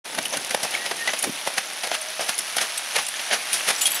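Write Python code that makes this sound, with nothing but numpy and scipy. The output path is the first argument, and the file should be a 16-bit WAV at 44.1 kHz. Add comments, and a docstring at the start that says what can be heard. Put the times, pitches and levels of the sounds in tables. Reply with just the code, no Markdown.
"""A flooded farm lane: a pair of horses pulls a carriage towards the listener.
Each hoof thuds and knocks on the ground, rings an air pocket and throws up splash and spray.
Legs and wheels churn the water throughout. Harness links clink and struck steel rings sound their modes.
The carriage rolls and squeaks; heavy hoof falls and carriage bumps give dull low thuds.
Fences and water return a faint echo over a breath of wind."""
import sys
import numpy as np
from scipy import signal
from scipy.fft import rfft, irfft
from scipy.io import wavfile
from scipy.ndimage import uniform_filter1d

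SR = 44100
rng = np.random.default_rng(int(sys.argv[2]) if len(sys.argv) > 2 else 0)


def generate_wav(sig):
    """Save sig (samples, or channels by samples) to the path in sys.argv[1] as 16-bit PCM at SR."""
    pcm = np.round(np.clip(np.atleast_2d(sig).T, -1, 1) * 32767).astype(np.int16)
    wavfile.write(sys.argv[1], SR, pcm)


N = 176400
T = np.arange(N) / SR
FREQS_HZ = np.maximum(np.arange(N // 2 + 1) * SR / N, 1)
SNAP_S = .00151  # time constant of a hoof slap or a ring tick

# Echoes from fences and water. Each row: delay in seconds, level in dB.
ECHOES = [(0.028, -17), (.058, -21)]
# Stereo width. Each row: frequency in Hz, side gain in dB.
SIDE_SPECTRUM = [(200, -12), (1100, -22), (1600, -28), (4500, -24), (8000, -14), (12000, -28)]
# Levels of the wheels and the churned water. Each row: time in seconds, level in dB.
WHEEL_LEVEL = [(0, -44.5), (.9, -43), (1.7, -49), (2.7, -55), (4, -44.5)]
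WASH_LEVEL = [(0, -35), (.6, -33), (.8, -33), (1.2, -32.5), (2.05, -34), (2.4, -32), (3.2, -31.5),
              (4, -28.5)]
# Spectra of the noisy sources. Each row: frequency in Hz, relative density in dB.
WHEEL_SPECTRUM = [(25, -38), (80, -8), (200, 0), (650, 6), (900, 6.5), (2000, -30)]
WASH_SPECTRUM = [(40, -35), (210, -12.5), (420, -14.5), (620, 1.5), (850, 0), (1030, -1), (1600, 2.5),
                 (3200, 2.5), (4900, -1.5), (6100, -2), (7700, -10.5), (10100, 0), (12500, -14.5),
                 (15700, -25)]
CHATTER_SPECTRUM = [(900, -46), (2500, -12), (7500, -6.5), (9900, 9.5), (12700, -7), (15500, -17)]
SPLASH_SPECTRUM = [(400, -62), (1000, -10.5), (1800, 3), (2900, 2.5), (4700, -5), (6100, -4.5), (7300, -12),
                   (10000, -55)]
SPRAY_SPECTRUM = [(2500, -11.5), (5500, -0.5), (7600, -9.5), (9000, -2.5), (9900, 2.5), (11200, -5),
                  (12700, -15.5), (15500, -32)]
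THUD_SPECTRUM = [(30, -32), (120, 2.5), (250, 11.5), (400, 1), (1500, -26)]
KNOCK_SPECTRUM = [(200, -43), (380, -10.5), (520, -2.5), (640, 1), (820, 0.5), (1000, -8), (1500, -18.5),
                  (3000, -54)]
# Dull low thuds: heavy hoof falls and carriage bumps.
# Each row: peak time, rise and decay in seconds, level in dB.
LOW_THUDS = [(.18, 0.037, 0.055, -39.5), (.37, .012, 0.022, -37), (1.276, 0.014, 0.0076, -27),
             (1.293, 0.0023, 0.0049, -21), (2.402, 0.0084, 0.0087, -43.5)]
# Carriage squeaks. Each row: start and length in seconds, start and end pitch in Hz, level in dB.
SQUEAKS = [(0.755, 0.15, 1870, 1960, -34), (0.979, 0.1, 1820, 1880, -30.5), (1.782, 0.53, 630, 626, -41)]
# Thrown water landing. Each row: time in seconds, level in dB.
SPATTERS = [(0.228, -25.5), (0.447, -21), (0.468, -26), (.709, -23.5), (0.967, -26), (2.102, -27),
            (2.38, -20)]
# Buckle and link clinks. 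Each row: peak time and decay in seconds, pitch in Hz, tone and chatter in dB.
CLINKS = [(.256, 0.0069, 3000, -26, -24), (.328, .012, 6220, -28.5, -34), (0.743, 0.0023, 3180, -24.5, -38),
          (.752, 0.0015, 2260, -18, -34), (1.08, .009, 1984, -19, -45), (1.191, 0.0072, 6670, -29, -23.5),
          (1.228, 0.0027, 9630, -21, -20), (2.016, 0.009, 9000, -31.5, -32),
          (2.39, .0033, 10060, -21, -17.5), (2.778, 0.0073, 8220, -25.5, -23),
          (3.067, .004, 9960, -28, -25), (3.087, .004, 9470, -37, -24), (3.532, 0.0071, 8800, -22, -18.5),
          (3.813, 0.044, 2890, -31, -23), (3.858, .011, 3260, -16.5, -19.5),
          (3.869, 0.0059, 9740, -26, -19), (3.92, 0.0026, 9850, -19.5, -32)]
# Blows on a steel harness ring. Each row: time in seconds, favoured mode in Hz, level in dB.
RING_BLOWS = [(3.02, 13620, -34), (3.78, 7908, -31.5), (3.816, 7128, -14.5), (3.905, 11620, -22.5),
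              (3.945, 13620, -18)]
# Modes of that ring. Each row: frequency in Hz, relative level in dB, T60 in seconds.
RING_MODES = [(7128, 0, .1), (7908, 3, .2), (11620, 0, .14), (13620, -5, .06), (15105, -4, .1)]
# Hoof falls, and one burst of bright spray with a harness clink (3.542 s).
# Each row: peak time, rise and decay in seconds, knock, splash and spray levels in dB.
WET_HITS = [(0.151, 0.0032, .0044, -40, -29, -28), (.189, 0.006, 0.0044, -21, -20.5, -26.5),
            (.340, 0.014, 0.017, -27.5, -26.5, -32), (0.373, 0.0046, 0.0047, -46, -26, -23),
            (0.51, .0035, .008, -29.5, -23, -25), (.548, 0.0023, 0.0031, -15.5, -18.5, -19.5),
            (.634, 0.0041, 0.0091, -28, -27, -21), (.65, 0.0035, 0.013, -28.5, -31, -33),
            (.741, 0.014, 0.042, -34.5, -28, -34), (.863, 0.007, 0.009, -33.5, -24, -29),
            (0.914, 0.0023, 0.0073, -23.5, -22, -29.5), (1.077, 0.0036, 0.0058, -27, -19, -28),
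            (1.091, 0.0026, 0.013, -29, -23.5, -53), (1.136, 0.0016, 0.0098, -26.5, -23, -28.5),
            (1.242, .0052, 0.0089, -24, -23, -20.5), (1.476, 0.0068, 0.0076, -22.5, -23.5, -24.5),
            (1.583, 0.0058, 0.0063, -23, -18, -20.5), (1.837, 0.003, 0.019, -28.5, -25.5, -29),
            (1.874, .004, 0.004, -31, -31, -29.5), (1.916, 0.0015, .0046, -21.5, -23.5, -44),
            (1.951, 0.018, 0.009, -33.5, -22.5, -28), (2.195, 0.0019, 0.01, -27.5, -28, -38),
            (2.210, 0.0049, 0.036, -31.5, -29.5, -29), (2.294, 0.0067, 0.0087, -29, -21.5, -21.5),
            (2.569, 0.0038, 0.0068, -30, -32, -19), (2.585, 0.0035, 0.0051, -29, -18, -27),
            (2.615, 0.0087, 0.025, -29.5, -22, -23.5), (2.966, 0.0079, 0.003, -25.5, -19.5, -22),
            (2.988, 0.029, 0.019, -30.5, -23, -28), (3.195, 0.0022, 0.01, -35.5, -26.5, -40),
            (3.314, 0.006, .012, -26, -20.5, -41), (3.332, 0.0056, 0.019, -26.5, -19.5, -22),
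            (3.542, 0.012, 0.023, -51, -30.5, -20.5), (3.609, 0.0054, 0.0052, -36, -26.5, -45),
            (3.69, 0.015, 0.0083, -28.5, -19, -19.5), (3.705, .0035, 0.013, -24, -21, -23.5)]


def from_db(db):
    """Decibels to gain."""
    return 10 ** (np.asarray(db) / 20)


def unit_rms(x):
    """Scale to rms 1."""
    return x / np.sqrt(np.mean(x ** 2) + 1e-20)


def level(rows):
    """Gain over time from (s, dB) points."""
    return from_db(np.interp(T, *np.transpose(rows)))


def colour(x, spectrum):
    """Filter by a curve of (Hz, dB) points."""
    hz, db = np.transpose(spectrum)
    return irfft(rfft(x) * from_db(np.interp(np.log(FREQS_HZ), np.log(hz), db)), N)


def drift(rate_hz):
    """Smooth random motion; rms 1."""
    return unit_rms(irfft(rfft(rng.standard_normal(N)) / (1 + (FREQS_HZ / rate_hz) ** 2), N))


def grains(per_s, spread_db):
    """Random clicks of uneven size."""
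    sizes = from_db(spread_db * np.minimum(rng.exponential(1, N), 4))
    return sizes * rng.choice([-1, 1], N) * (rng.random(N) < per_s / SR)


def patter(spectrum, per_s, spread_db):
    """Dense tiny impacts with a given spectrum; rms 1."""
    return unit_rms(colour(grains(per_s, spread_db), spectrum))


def steady(x, window_s):
    """Hold the short-term rms at 1."""
    power = uniform_filter1d(x * x, max(int(window_s * SR), 2))
    return x / np.sqrt(np.abs(power) + 1e-9)


def swell(at_s, rise_s, decay_s, hold_s=0):
    """Exponential rise, a hold centred on at_s, exponential decay."""
    before = (at_s - hold_s / 2 - T) / max(rise_s, 1e-4)
    after = (T - at_s - hold_s / 2) / max(decay_s, 1e-4)
    return np.exp(-np.maximum(np.maximum(before, after), 0))


def click(at_s):
    """Unit impulse."""
    return signal.unit_impulse(N, int(at_s * SR))


def resonate(clicks, hz, t60_s):
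    """One damped mode; a unit click rings at height 1."""
    radius, angle = np.exp(-np.log(1000) / (t60_s * SR)), 2 * np.pi * hz / SR
    return signal.lfilter([.5, 0, -.5], [1, -2 * radius * np.cos(angle), radius ** 2], clicks + 1e-18)


def pings(per_s, low_hz, high_hz, t60_cycles, spread_db):
    """Random clicks, each ringing at one of 36 pitches; rms 1."""
    clicks, pitch_index = grains(per_s, spread_db), rng.integers(0, 36, N)
    return unit_rms(sum(resonate(clicks * (pitch_index == k), hz, t60_cycles / hz)
                        for k, hz in enumerate(np.geomspace(low_hz, high_hz, 36))))


def thuds(envelope):
    """Dull low blows under an envelope."""
    return envelope * steady(patter(THUD_SPECTRUM, per_s=2500, spread_db=-1), .0097)


def delayed(x, delay_s):
    """Late arrival of a sound."""
    return np.interp(T - delay_s, T, x, left=0)


def wind(level_db=-61, cutoff_hz=60):
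    """Faint wind rumble, independent left and right."""
    lowpass = signal.butter(2, cutoff_hz, fs=SR, output="sos")
    return from_db(level_db) * unit_rms(signal.sosfilt(lowpass, rng.standard_normal((2, N))))


def wheels():
    """Rolling wheels: a low, dense patter."""
    return level(WHEEL_LEVEL) * patter(WHEEL_SPECTRUM, per_s=1700, spread_db=3.5)


def low_thuds():
    """Dull low thuds: heavy hoof falls and carriage bumps."""
    return thuds(sum(from_db(db) * swell(at_s, rise_s, decay_s)
                     for at_s, rise_s, decay_s, db in LOW_THUDS))


def carriage_squeaks():
    """Thin gliding tones that waver in pitch and flutter in level."""
    out = np.zeros(N)
    waver, flutter = 1 + .004 * drift(60), from_db(2 * drift(50))
    for start_s, length_s, start_hz, end_hz, db in SQUEAKS:
        progress = np.clip((T - start_s) / length_s, 0, 1)
        hz = (start_hz + (end_hz - start_hz) * progress) * waver
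        out += from_db(db) * flutter * np.sin(np.pi * progress) * np.sin(2 * np.pi * np.cumsum(hz) / SR)
    return out


def churn():
    """Legs and wheels stir the water: a flickering wash with bubbles and drips."""
    flicker = from_db(.8 * drift(20) + .7 * drift(150))
    wash = flicker * patter(WASH_SPECTRUM, per_s=14000, spread_db=4)
    bubbles = from_db(-10.5) * pings(per_s=350, low_hz=1783, high_hz=5240, t60_cycles=42, spread_db=4.5)
    drips = from_db(-4.5) * pings(per_s=280, low_hz=5500, high_hz=12000, t60_cycles=80, spread_db=4.2)
    return level(WASH_LEVEL) * (wash + bubbles + colour(drips, WASH_SPECTRUM))


def spatters(decay_s=.0032):
    """Thrown water smacks down in bright bursts."""
    bursts = sum(from_db(db) * swell(at_s, 0, decay_s) for at_s, db in SPATTERS)
    return bursts * unit_rms(colour(rng.standard_normal(N), SPRAY_SPECTRUM))


def harness_clinks(bandwidth_hz=35, tick_db=-9):
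    """Buckles and links chatter around one pitch per clink; blows on the steel ring add ticks."""
    tones, chatter = np.zeros((2, N))
    touches = grains(per_s=2600, spread_db=-1.5)
    t60_s = np.log(1000) / (np.pi * bandwidth_hz)
    for at_s, decay_s, hz, tone_db, chatter_db in CLINKS:
        envelope = swell(at_s, rise_s=.0013, decay_s=decay_s, hold_s=.0027)
        tones += from_db(tone_db) * envelope * steady(resonate(touches, hz, t60_s), .0027)
        chatter += from_db(chatter_db) * envelope
    ticks = sum(from_db(db + tick_db) * swell(at_s, 0, SNAP_S) for at_s, _, db in RING_BLOWS)
    links = pings(per_s=6000, low_hz=1800, high_hz=14000, t60_cycles=45, spread_db=2)
    return tones + (chatter + ticks) * steady(colour(links, CHATTER_SPECTRUM), .004)


def harness_ring(other_modes_db=-12.5):
    """Each blow on the steel ring excites all its modes and favours one."""
    out = np.zeros(N)
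    at_s, favoured_hz, blow_db = np.transpose(RING_BLOWS)
    for hz, mode_db, t60_s in RING_MODES:
        unfavoured = abs(favoured_hz / hz - 1) > .06
        blows = np.zeros(N)
        blows[(at_s * SR).astype(int)] = from_db(blow_db + mode_db + other_modes_db * unfavoured)
        out += resonate(blows, hz, t60_s) * from_db(2.3 * drift(90))
    return out


def hoof_air_pockets(base_hz=630, clop_db=-8, gulp_db=-12):
    """Air under each hoof rings as a clop; a large bubble gulps one to two octaves higher."""
    out = np.zeros(N)
    pitches_hz = base_hz * 2 ** (.19 * rng.uniform(-.4, 1, len(WET_HITS)))
    for (at_s, _, _, knock_db, splash_db, _), clop_hz in zip(WET_HITS, pitches_hz):
        gulp_hz = clop_hz * 2 ** rng.uniform(1, 2)
        out += from_db(knock_db + clop_db) * resonate(click(at_s - SNAP_S), clop_hz, t60_s=.018)
        out += from_db(splash_db + gulp_db) * resonate(click(at_s), gulp_hz, t60_s=.11)
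    return out


def splashes(slap_db=-1, fallback_db=-21, fallback_s=.0086):
    """Each hit: a slap on the water, a bubbly splash and fine spray, then water falling back."""
    splash, spray = np.zeros((2, N))
    for at_s, rise_s, decay_s, _, splash_db, spray_db in WET_HITS:
        slap = from_db(slap_db) * swell(at_s - SNAP_S, 0, SNAP_S)
        fallback = from_db(fallback_db) * swell(at_s, rise_s, fallback_s)
        envelope = np.hypot(slap, np.maximum(swell(at_s, rise_s, decay_s), fallback))
        splash += from_db(splash_db) * envelope
        spray += from_db(spray_db) * envelope
    water = patter(SPLASH_SPECTRUM, per_s=5000, spread_db=1)
    bubbles = .54 * pings(per_s=2000, low_hz=1123, high_hz=4450, t60_cycles=21, spread_db=1)
    mist = patter(SPRAY_SPECTRUM, per_s=6000, spread_db=2.5)
    return splash * steady(water + bubbles, .0061) + spray * steady(mist, .006)


def hoof_impacts(thud_db=-14, thud_db_per_s=-1.2):
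    """Hooves hit the ground: a hollow knock over a thud that thins as the water deepens."""
    envelope = sum(from_db(knock_db) * swell(at_s, rise_s, decay_s)
                   for at_s, rise_s, decay_s, knock_db, _, _ in WET_HITS)
    thud = thuds(envelope * from_db(thud_db + thud_db_per_s * T))
    knock = envelope * steady(patter(KNOCK_SPECTRUM, per_s=2500, spread_db=3.5), .014)
    return thud + knock


def scene(side_delay_s=.007):
    """The team is straight ahead; a delayed, filtered copy and faint wind add a little width."""
    hooves = hoof_air_pockets() + splashes() + hoof_impacts()
    water = churn() + spatters()
    harness = harness_clinks() + harness_ring()
    team = hooves + water + harness + wheels() + low_thuds() + carriage_squeaks()
    mid = team + sum(from_db(db) * delayed(team, delay_s) for delay_s, db in ECHOES)
    side = colour(delayed(team, side_delay_s), SIDE_SPECTRUM)
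    return np.array([mid + side, mid - side]) + wind()


def record(dry, low_hz=144, high_hz=15650, start_s=.041, fade_s=.017):
    """Bass cut, quick fade-in, top cut."""
    low_cut = signal.butter(2, low_hz, "high", fs=SR, output="sos")
    top_cut = signal.ellip(12, .1, 80, high_hz, fs=SR, output="sos")
    fade_in = np.clip((T - start_s) / fade_s, 0, 1)
    return signal.sosfilt(top_cut, signal.sosfilt(low_cut, dry) * fade_in)


dry = scene()
out = record(dry)
generate_wav(out)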